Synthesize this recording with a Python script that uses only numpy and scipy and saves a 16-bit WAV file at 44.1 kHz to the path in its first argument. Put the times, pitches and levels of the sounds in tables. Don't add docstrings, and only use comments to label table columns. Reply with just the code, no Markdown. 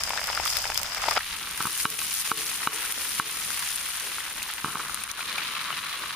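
import sys
import numpy as np
from scipy import signal
from scipy.io import wavfile
from scipy.ndimage import uniform_filter1d, minimum_filter1d

SR = 44100
rng = np.random.default_rng(int(sys.argv[2]) if len(sys.argv) > 2 else 0)


def persist_wave(psi):
    counts = np.round(np.clip(psi, -1, 1) * 32767).astype(np.int16)
    wavfile.write(sys.argv[1], SR, np.atleast_2d(counts).T)


N = 271215
CUT_S, SET_DOWN_S = 1.184, 4.62


def from_db(db):
    return 10 ** (np.asarray(db) / 20)


def rms_one(x):
    return x / np.sqrt(np.mean(x ** 2) + 1e-20)


def before(time_s):
    return np.arange(N) < time_s * SR


def in_time(rows):
    times_s, *columns = np.transpose(rows)
    return [np.interp(np.arange(N) / SR, times_s, column) for column in columns]


def spans(rows, edge_s, value):
    t = np.arange(N) / SR
    total = np.zeros(N)
    for start_s, length_s, height in rows:
        inside_s = np.minimum(t - start_s, start_s + length_s - t)
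        total += value(height) * np.clip(inside_s / edge_s, 0, 1)
    return total


def drift(rate_hz):
    r = np.exp(-2 * np.pi * rate_hz * 40 / SR)
    noise = rng.standard_normal(N // 40 + 2002)
    slow = signal.lfilter([1], [1, -2 * r, r * r], noise)[2000:]
    return np.interp(np.arange(N) / 40, np.arange(len(slow)), rms_one(slow))


def ring(clicks, hz, t60_s):
    r, w = from_db(-60 / (t60_s * SR)), 2 * np.pi * hz / SR
    return signal.lfilter([0, np.sin(w)], [1, -2 * r * np.cos(w), r * r], clicks + 1e-18)


def band(x, low_hz, high_hz):
    return signal.sosfilt(signal.butter(2, [low_hz, high_hz], "band", fs=SR, output="sos"), x)


def high_pass(x, edge_hz):
    return signal.sosfilt(signal.butter(4, edge_hz, "high", fs=SR, output="sos"), x)


def peaks(x, modes):
    for hz, width_hz, db in modes:
        a, w, q = from_db(db / 2), 2 * np.pi * hz / SR, np.tan(np.pi * width_hz / SR)
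        numerator = [1 + q * a, -2 * np.cos(w), 1 - q * a]
        denominator = [1 + q / a, -2 * np.cos(w), 1 - q / a]
        x = signal.lfilter(numerator, denominator, x)
    return x


def grains(per_s, low_hz, high_hz, cycles, tilt_db, uneven_db, clump_db, count):
    clumps = 0.29 * drift(9) + drift(60)
    at = np.flatnonzero(rng.random(N) < per_s * from_db(clump_db * clumps) / SR)
    size_db = uneven_db * np.minimum(rng.exponential(1, N), 4.0)
    size = from_db(size_db)[at] * rng.choice([-1, 1], N)[at]
    lag_spread_samples = np.where(at < CUT_S * SR, 4.8, 3.1)
    lag_samples = np.round(lag_spread_samples * rng.standard_normal(N)[at]).astype(int)
    late = np.clip(at + lag_samples, 0, N - 1)
    pan = from_db(2.0 * rng.standard_normal(N)[at] + 0.8)
    dealt = rng.integers(0, count, N)[at]
    out = np.zeros((2, N))
    for k, hz in enumerate(np.geomspace(low_hz, high_hz, count)):
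        clicks, mine = np.zeros((2, N)), dealt == k
        clicks[0, at[mine]] = (size * pan)[mine]
        np.add.at(clicks[1], late[mine], (size / pan)[mine])
        tilt = from_db(tilt_db * np.log2(hz / low_hz))
        out += tilt * ring(clicks, hz, cycles / hz)
    return rms_one(out)


def flares():
    # (peak time [s], rise [s], fall [s], gain [dB])
    flare_rows = [(0.455, 0.012, 0.23, 8), (0.74, 0.024, .12, 1.5), (1.09, 0.085, .1, 4.5),
                  (1.62, 0.073, .1, 5), (1.82, 0.15, 0.031, 6), (2.18, 0.04, 0.087, 4),
                  (2.6, 0.12, 0.058, -1), (3.15, 0.33, 0.099, 3.5), (4.43, 0.025, .02, 3)]
    t = np.arange(N) / SR
    gain_db = np.zeros(N)
    for peak_s, rise_s, fall_s, db in flare_rows:
        gain_db += db * np.interp(t, [peak_s - rise_s, peak_s, peak_s + fall_s], [0, 1, 0])
    return gain_db


def frying():
    # (time [s], bubbling
    # [dB], spitting [dB], fizz [dB])
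    fry_stretches = [
        [(0.0, -38, -39, -35.5), (0.128, -37.5, -38.5, -35.5), (0.358, -36.5, -37.5, -36.5),
         (0.598, -37, -39.5, -35.5), (0.736, -43.5, -39, -36.5), (1.022, -34, -37.5, -37.5),
         (1.18, -28, -32.5, -36.5)],
        [(1.19, -38.5, -38, -41.5), (1.4, -75, -35.5, -41), (1.57, -36, -38.5, -41), (1.82, -51, -37.5, -36),
         (2.12, -59, -36, -33.5), (2.69, -36.5, -36.5, -35.5), (3.3, -49, -36, -38)],
        [(3.31, -49, -36, -36.5), (3.59, -41.5, -37, -34), (4.52, -40.5, -38.5, -42), (4.78, -42, -43, -41),
         (5.19, -37, -37, -41.5), (5.37, -35, -35, -44), (6.15, -35.5, -38, -43.5)],
    ]
    # (frequency [Hz], width [Hz], gain [dB])
    late_colour = [(810, 130, -5), (1130, 340, 5.5), (2000, 180, -1.5), (3950, 510, 3)]
    bubbling_db, spitting_db, fizz_db = in_time(np.vstack(fry_stretches))
    calm = np.where(before(5.17), 1, 0.6)
    bubbling = grains(1200, 680, 1880, cycles=2.55, tilt_db=14.0,
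                      uneven_db=4.2 * calm, clump_db=6.0 * calm, count=8)
    spitting = grains(3000, 2260, 3920, cycles=4.8, tilt_db=4.5, uneven_db=4.0, clump_db=3.0, count=8)
    fizz = grains(9000, 5060, 16600, cycles=5.0, tilt_db=0.5, uneven_db=5.0, clump_db=1.0, count=8)
    oil = from_db(bubbling_db) * bubbling
    oil += from_db(spitting_db) * spitting
    oil += from_db(fizz_db + flares()) * fizz
    low_edge, high_edge = high_pass(oil, 590), high_pass(oil, 960)
    high_edge = np.where(before(SET_DOWN_S), high_edge, peaks(high_edge, late_colour))
    return np.where(before(CUT_S), low_edge, high_edge)


def plops():
    # (time [s], level [dB], pitch [Hz])
    plop_rows = [(0.007, -18, 1110), (0.083, -17, 805), (0.104, -6, 940), (0.133, -12, 790),
                 (0.161, -11, 799), (0.174, -4.5, 1550), (0.182, -15, 1810), (0.282, -14, 1530),
                 (0.288, -11.5, 1310), (0.299, -10.5, 810), (0.328, -11, 2860), (0.374, -6, 1280),
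                 (0.398, -7, 810), (0.416, -22, 2170), (0.458, -9, 1200), (0.475, -11, 3400),
                 (0.641, -11.5, 1510), (0.653, -15.5, 800), (0.7, -10, 830), (0.718, -12.5, 1530),
                 (0.756, -11, 3080), (0.845, -18, 1310), (0.977, -12, 2040), (1.02, -13, 1210),
                 (1.055, -12, 840), (1.081, -5, 860), (1.084, -2.5, 784), (1.111, -5.5, 1200),
                 (1.161, -10.5, 905), (1.172, -3.5, 760), (1.176, -0.5, 1210), (1.206, -11, 1610),
                 (1.797, -19, 1550), (1.988, -15.5, 2380), (2.616, -18, 1220), (3.503, -16, 1550),
                 (4.182, -13, 1310), (4.203, -15, 1920), (4.418, -14, 2490), (4.894, -16, 1280),
                 (5.017, -19.5, 2410), (5.09, -16, 2200), (5.191, -12.5, 1310), (5.205, -11.5, 2300),
                 (5.38, -6.5, 2290), (5.703, -12.5, 1210), (5.726, -13.5, 2850)]
    out, t = np.zeros((2, N)), np.arange(1200) / SR
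    for time_s, db, hz in plop_rows:
        cycles = 9.7 * (hz / 1000) ** 0.9
        decay = from_db(-60 * t * hz / cycles)
        tone = np.sin(2 * np.pi * hz * (0.94 * t + 25 * t ** 2)) * decay
        tone *= 1 - np.exp(-t / 0.0016)
        splash = 0.83 * band(rng.standard_normal(len(t)) * np.exp(-t / 0.00098), 860, 2830)
        pan_db = 5.5 + 4 * rng.standard_normal()
        piece = from_db(db) * (tone + splash)
        at = round(time_s * SR)
        out[:, at:at + len(t)] += np.outer(from_db([pan_db / 2, -pan_db / 2]), piece[:N - at])
    return out


def bowl(x):
    echo_rows = [(19, .5), (37, .4)]
    for lag_samples, feedback in echo_rows:
        taps = np.zeros(round(lag_samples) + 1)
        taps[[0, -1]] = 1, -feedback
        x = signal.lfilter(taps[::-1], taps, x)
    return x


def snaps():
    # (time [s], peak before the band-pass [dB], left minus right [dB])
    snap_rows = [(0.036, -8, -3), (0.0932, -13, 2), (0.241, -13, 1), (0.2718, -11, 0.0), (0.3493, -14, 2.0),
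                 (0.3965, -26, 1), (0.4538, -15, -17), (0.5693, -7.5, 14), (0.7447, -11.5, 4),
                 (0.7761, -2, 0), (0.794, -15, -1), (0.816, -17, -5), (0.832, -13.5, -13),
                 (0.9472, -11.5, -3), (1.018, -18, -6), (1.09, -18, 11), (1.11, -17, 22), (1.137, -17, 14),
                 (1.511, -18, -3), (1.576, -19, 3), (1.6257, -18, 4), (1.67, -17, 13.5),
                 (1.9024, -12, -1.5), (1.991, -21, 10), (2.141, -14, -1), (2.2636, -24, 16),
                 (2.374, -18, -1), (2.7356, -25, 3.0), (2.9232, -14.5, -8.5), (3.7595, -15, 10.5),
                 (3.9994, -19, -4), (4.429, -15.5, 2.0), (4.512, -23, -8.5), (4.5373, -18, 2),
                 (4.945, -16, 10.5), (5.037, -21, 14), (5.1148, -18, 13.5), (5.382, -27, -6)]
    out, t = np.zeros((2, N)), np.arange(600) / SR
    envelope = np.exp(-t / 0.00085) + 0.23 * np.exp(-t / 0.0014)
    for time_s, db, pan_db in snap_rows:
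        spray = rng.standard_normal((2, len(t))) * envelope
        spray /= np.abs(spray).max(axis=1, keepdims=True)
        gain = from_db(db + np.array([[pan_db], [-pan_db]]) / 2)
        at = round(time_s * SR)
        out[:, at:at + len(t)] += gain * spray[:, :N - at]
    return band(out, 1500, 20000)


def knocks():
    # (time [s], blow [dB], extra on long rings [dB], brightness re 1200 Hz [dB/octave])
    knock_rows = [(1.604, -20.5, -12, -2.5), (1.61, -24, 0, 0), (1.653, -20, -25, -3.8),
                  (1.669, -25.5, -2, -3), (1.853, -12, 2, -0.6), (2.016, -31, 0, 7),
                  (2.315, -12.5, 1.5, -2.2), (2.672, -11, 3, -0.5), (3.197, -13, -1.5, -0.7),
                  (4.644, -18.5, 2, -3.5), (4.658, -30, -11, -6), (4.682, -26.5, -1, -5),
                  (4.754, -21, -15, -1), (4.795, -26.5, -5, 2), (4.8, -23.5, -9, 2)]
    # (frequency [Hz], level [dB], t60 [s])
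    wok_modes = [(260, -4, 0.0077), (913, -1, 0.019), (1110, 1.5, 0.026), (1310, 4.5, 0.021),
                 (1557, -0.5, 0.02), (2300, -6, 0.014), (3050, -8.5, 0.014), (3910, -6.5, 0.07),
                 (156, -43.5, 0.65), (324, -36, 0.64), (429, -35, 0.84), (448, -30, 0.53),
                 (1115, -28, 0.44), (2410, -28, 0.4), (2940, -16.5, 0.25)]
    # (start [s], length [s], level [dB])
    grate_rows = [(1.27, .27, -43), (1.58, .14, -41), (1.78, 1.5, -50), (3.3, .15, -44), (4.63, .2, -41)]
    # (frequency [Hz], width [Hz], gain [dB])
    gap_modes = [(590, 340, -13)]
    times_s, blow_db, free_db, bright_db = np.transpose(knock_rows)
    at, out = np.round(times_s * SR).astype(int), np.zeros(N)
    grit = (rng.random(N) < 260 / SR) * from_db(2.2 * rng.standard_normal(N))
    grit *= spans(grate_rows, 0.04, from_db)
    for k, (hz, level_db, t60_s) in enumerate(wok_modes):
        clicks = grit * rng.standard_normal(N)
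        lasting = t60_s > 0.1
        chance_db = rng.normal(0, 1.2, len(at))
        clicks[at] += from_db(blow_db + lasting * free_db + bright_db * np.log2(hz / 1200) + chance_db)
        slosh_db = lasting * 2.0 * drift(15)
        out += (-1) ** k * from_db(level_db + slosh_db) * ring(clicks, hz, t60_s)
    contact = np.hanning(16)
    soft = np.convolve(out, contact / contact.sum())[:N]
    return peaks(band(soft, 97, 12000), gap_modes)


def flame():
    # (time [s], roar [dB], flutter [dB])
    flame_stretches = [
        [(0.0, -59, -51), (0.314, -57, -52.5), (0.994, -61, -49.5), (1.18, -53, -51)],
        [(1.19, -63, -59), (1.97, -56.5, -61), (3.47, -54, -61), (4.0, -60, -63)],
        [(4.01, -58.5, -60), (4.49, -59, -62), (4.93, -56, -61), (6.15, -57, -73)],
    ]
    roar_db, flutter_db = in_time(np.vstack(flame_stretches))
    rumble_db = np.where(before(SET_DOWN_S), -60.5, -57)
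    rumble_db = rumble_db + 0.43 * (roar_db - roar_db.mean())
    mid, side = rng.standard_normal((2, 4, N))
    air = mid[:, None] + 0.22 * side[:, None] * [[1], [-1]]
    roar = rms_one(band(air[0], 224, 660)) * from_db(roar_db + 3.0 * drift(4.7))
    rumble = rms_one(band(air[1], 109, 230)) * from_db(rumble_db + 2.0 * drift(1.6))
    flutter = rms_one(band(air[2], 20, 85)) * from_db(flutter_db + 2.2 * drift(2.5))
    hum = rms_one(ring(air[3], 63.4, 0.34)) * from_db(-64.5)
    return (roar + rumble + flutter + hum) * from_db([[0.3], [-0.3]])


def scene():
    return bowl(frying() + plops()) + snaps() + knocks() + flame()


def limiter(x):
    hold_s, attack_s, release_db_per_s = 0.046, 0.002, 600
    threshold_db = np.where(before(CUT_S), -9, -15.5)
    power = uniform_filter1d(x ** 2, size=90).max(axis=0)
    level_db = 10 * np.log10(2 * np.abs(power) + 1e-12)
    over_db = level_db - threshold_db
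    hold = round(hold_s * SR)
    held_db = -minimum_filter1d(-over_db, size=hold, origin=(hold - 1) // 2)
    fall_db = release_db_per_s * np.arange(N) / SR
    cut_db = np.maximum.accumulate(np.maximum(held_db, 0) + fall_db) - fall_db
    r = np.exp(-1 / (attack_s * SR))
    return x * from_db(-signal.lfilter([1 - r], [1, -r], cut_db))


def record(dry):
    # (frequency [Hz], width [Hz], gain [dB])
    ports_early = [
        [(5090, 740, 14), (7040, 1800, -6), (12400, 3300, -4)],
        [(4130, 580, -9), (6440, 4600, 5), (12400, 1400, -4)],
    ]
    ports_late = [
        [(8060, 1260, -9), (9580, 3530, 17.5), (12200, 3400, -9.5)],
        [(7860, 4200, -6), (10000, 6000, 0), (14200, 14000, 8.5)],
    ]
    # (start [s], length [s], depth, sign ignored [dB])
    dip_rows = [(1.945, 0.041, 4), (2.22, 0.03, 5.5), (4.44, 0.0091, -5), (4.605, .03, 1.5),
                (5.04, 0.048, 3.5), (5.118, 0.06, 7)]
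    early = np.array([peaks(x, modes) for x, modes in zip(dry, ports_early)])
    late = np.array([peaks(x, modes) for x, modes in zip(dry, ports_late)])
    crossfade = np.clip((np.arange(N) / SR - CUT_S) / 0.0028, 0, 1)
    heard = limiter(early + crossfade * (late - early))
    heard = heard * from_db(-spans(dip_rows, 0.0063, abs))
    return signal.sosfilt(signal.cheby2(14, 70, 16100, fs=SR, output="sos"), heard)


dry = scene()
out = record(dry)
persist_wave(out)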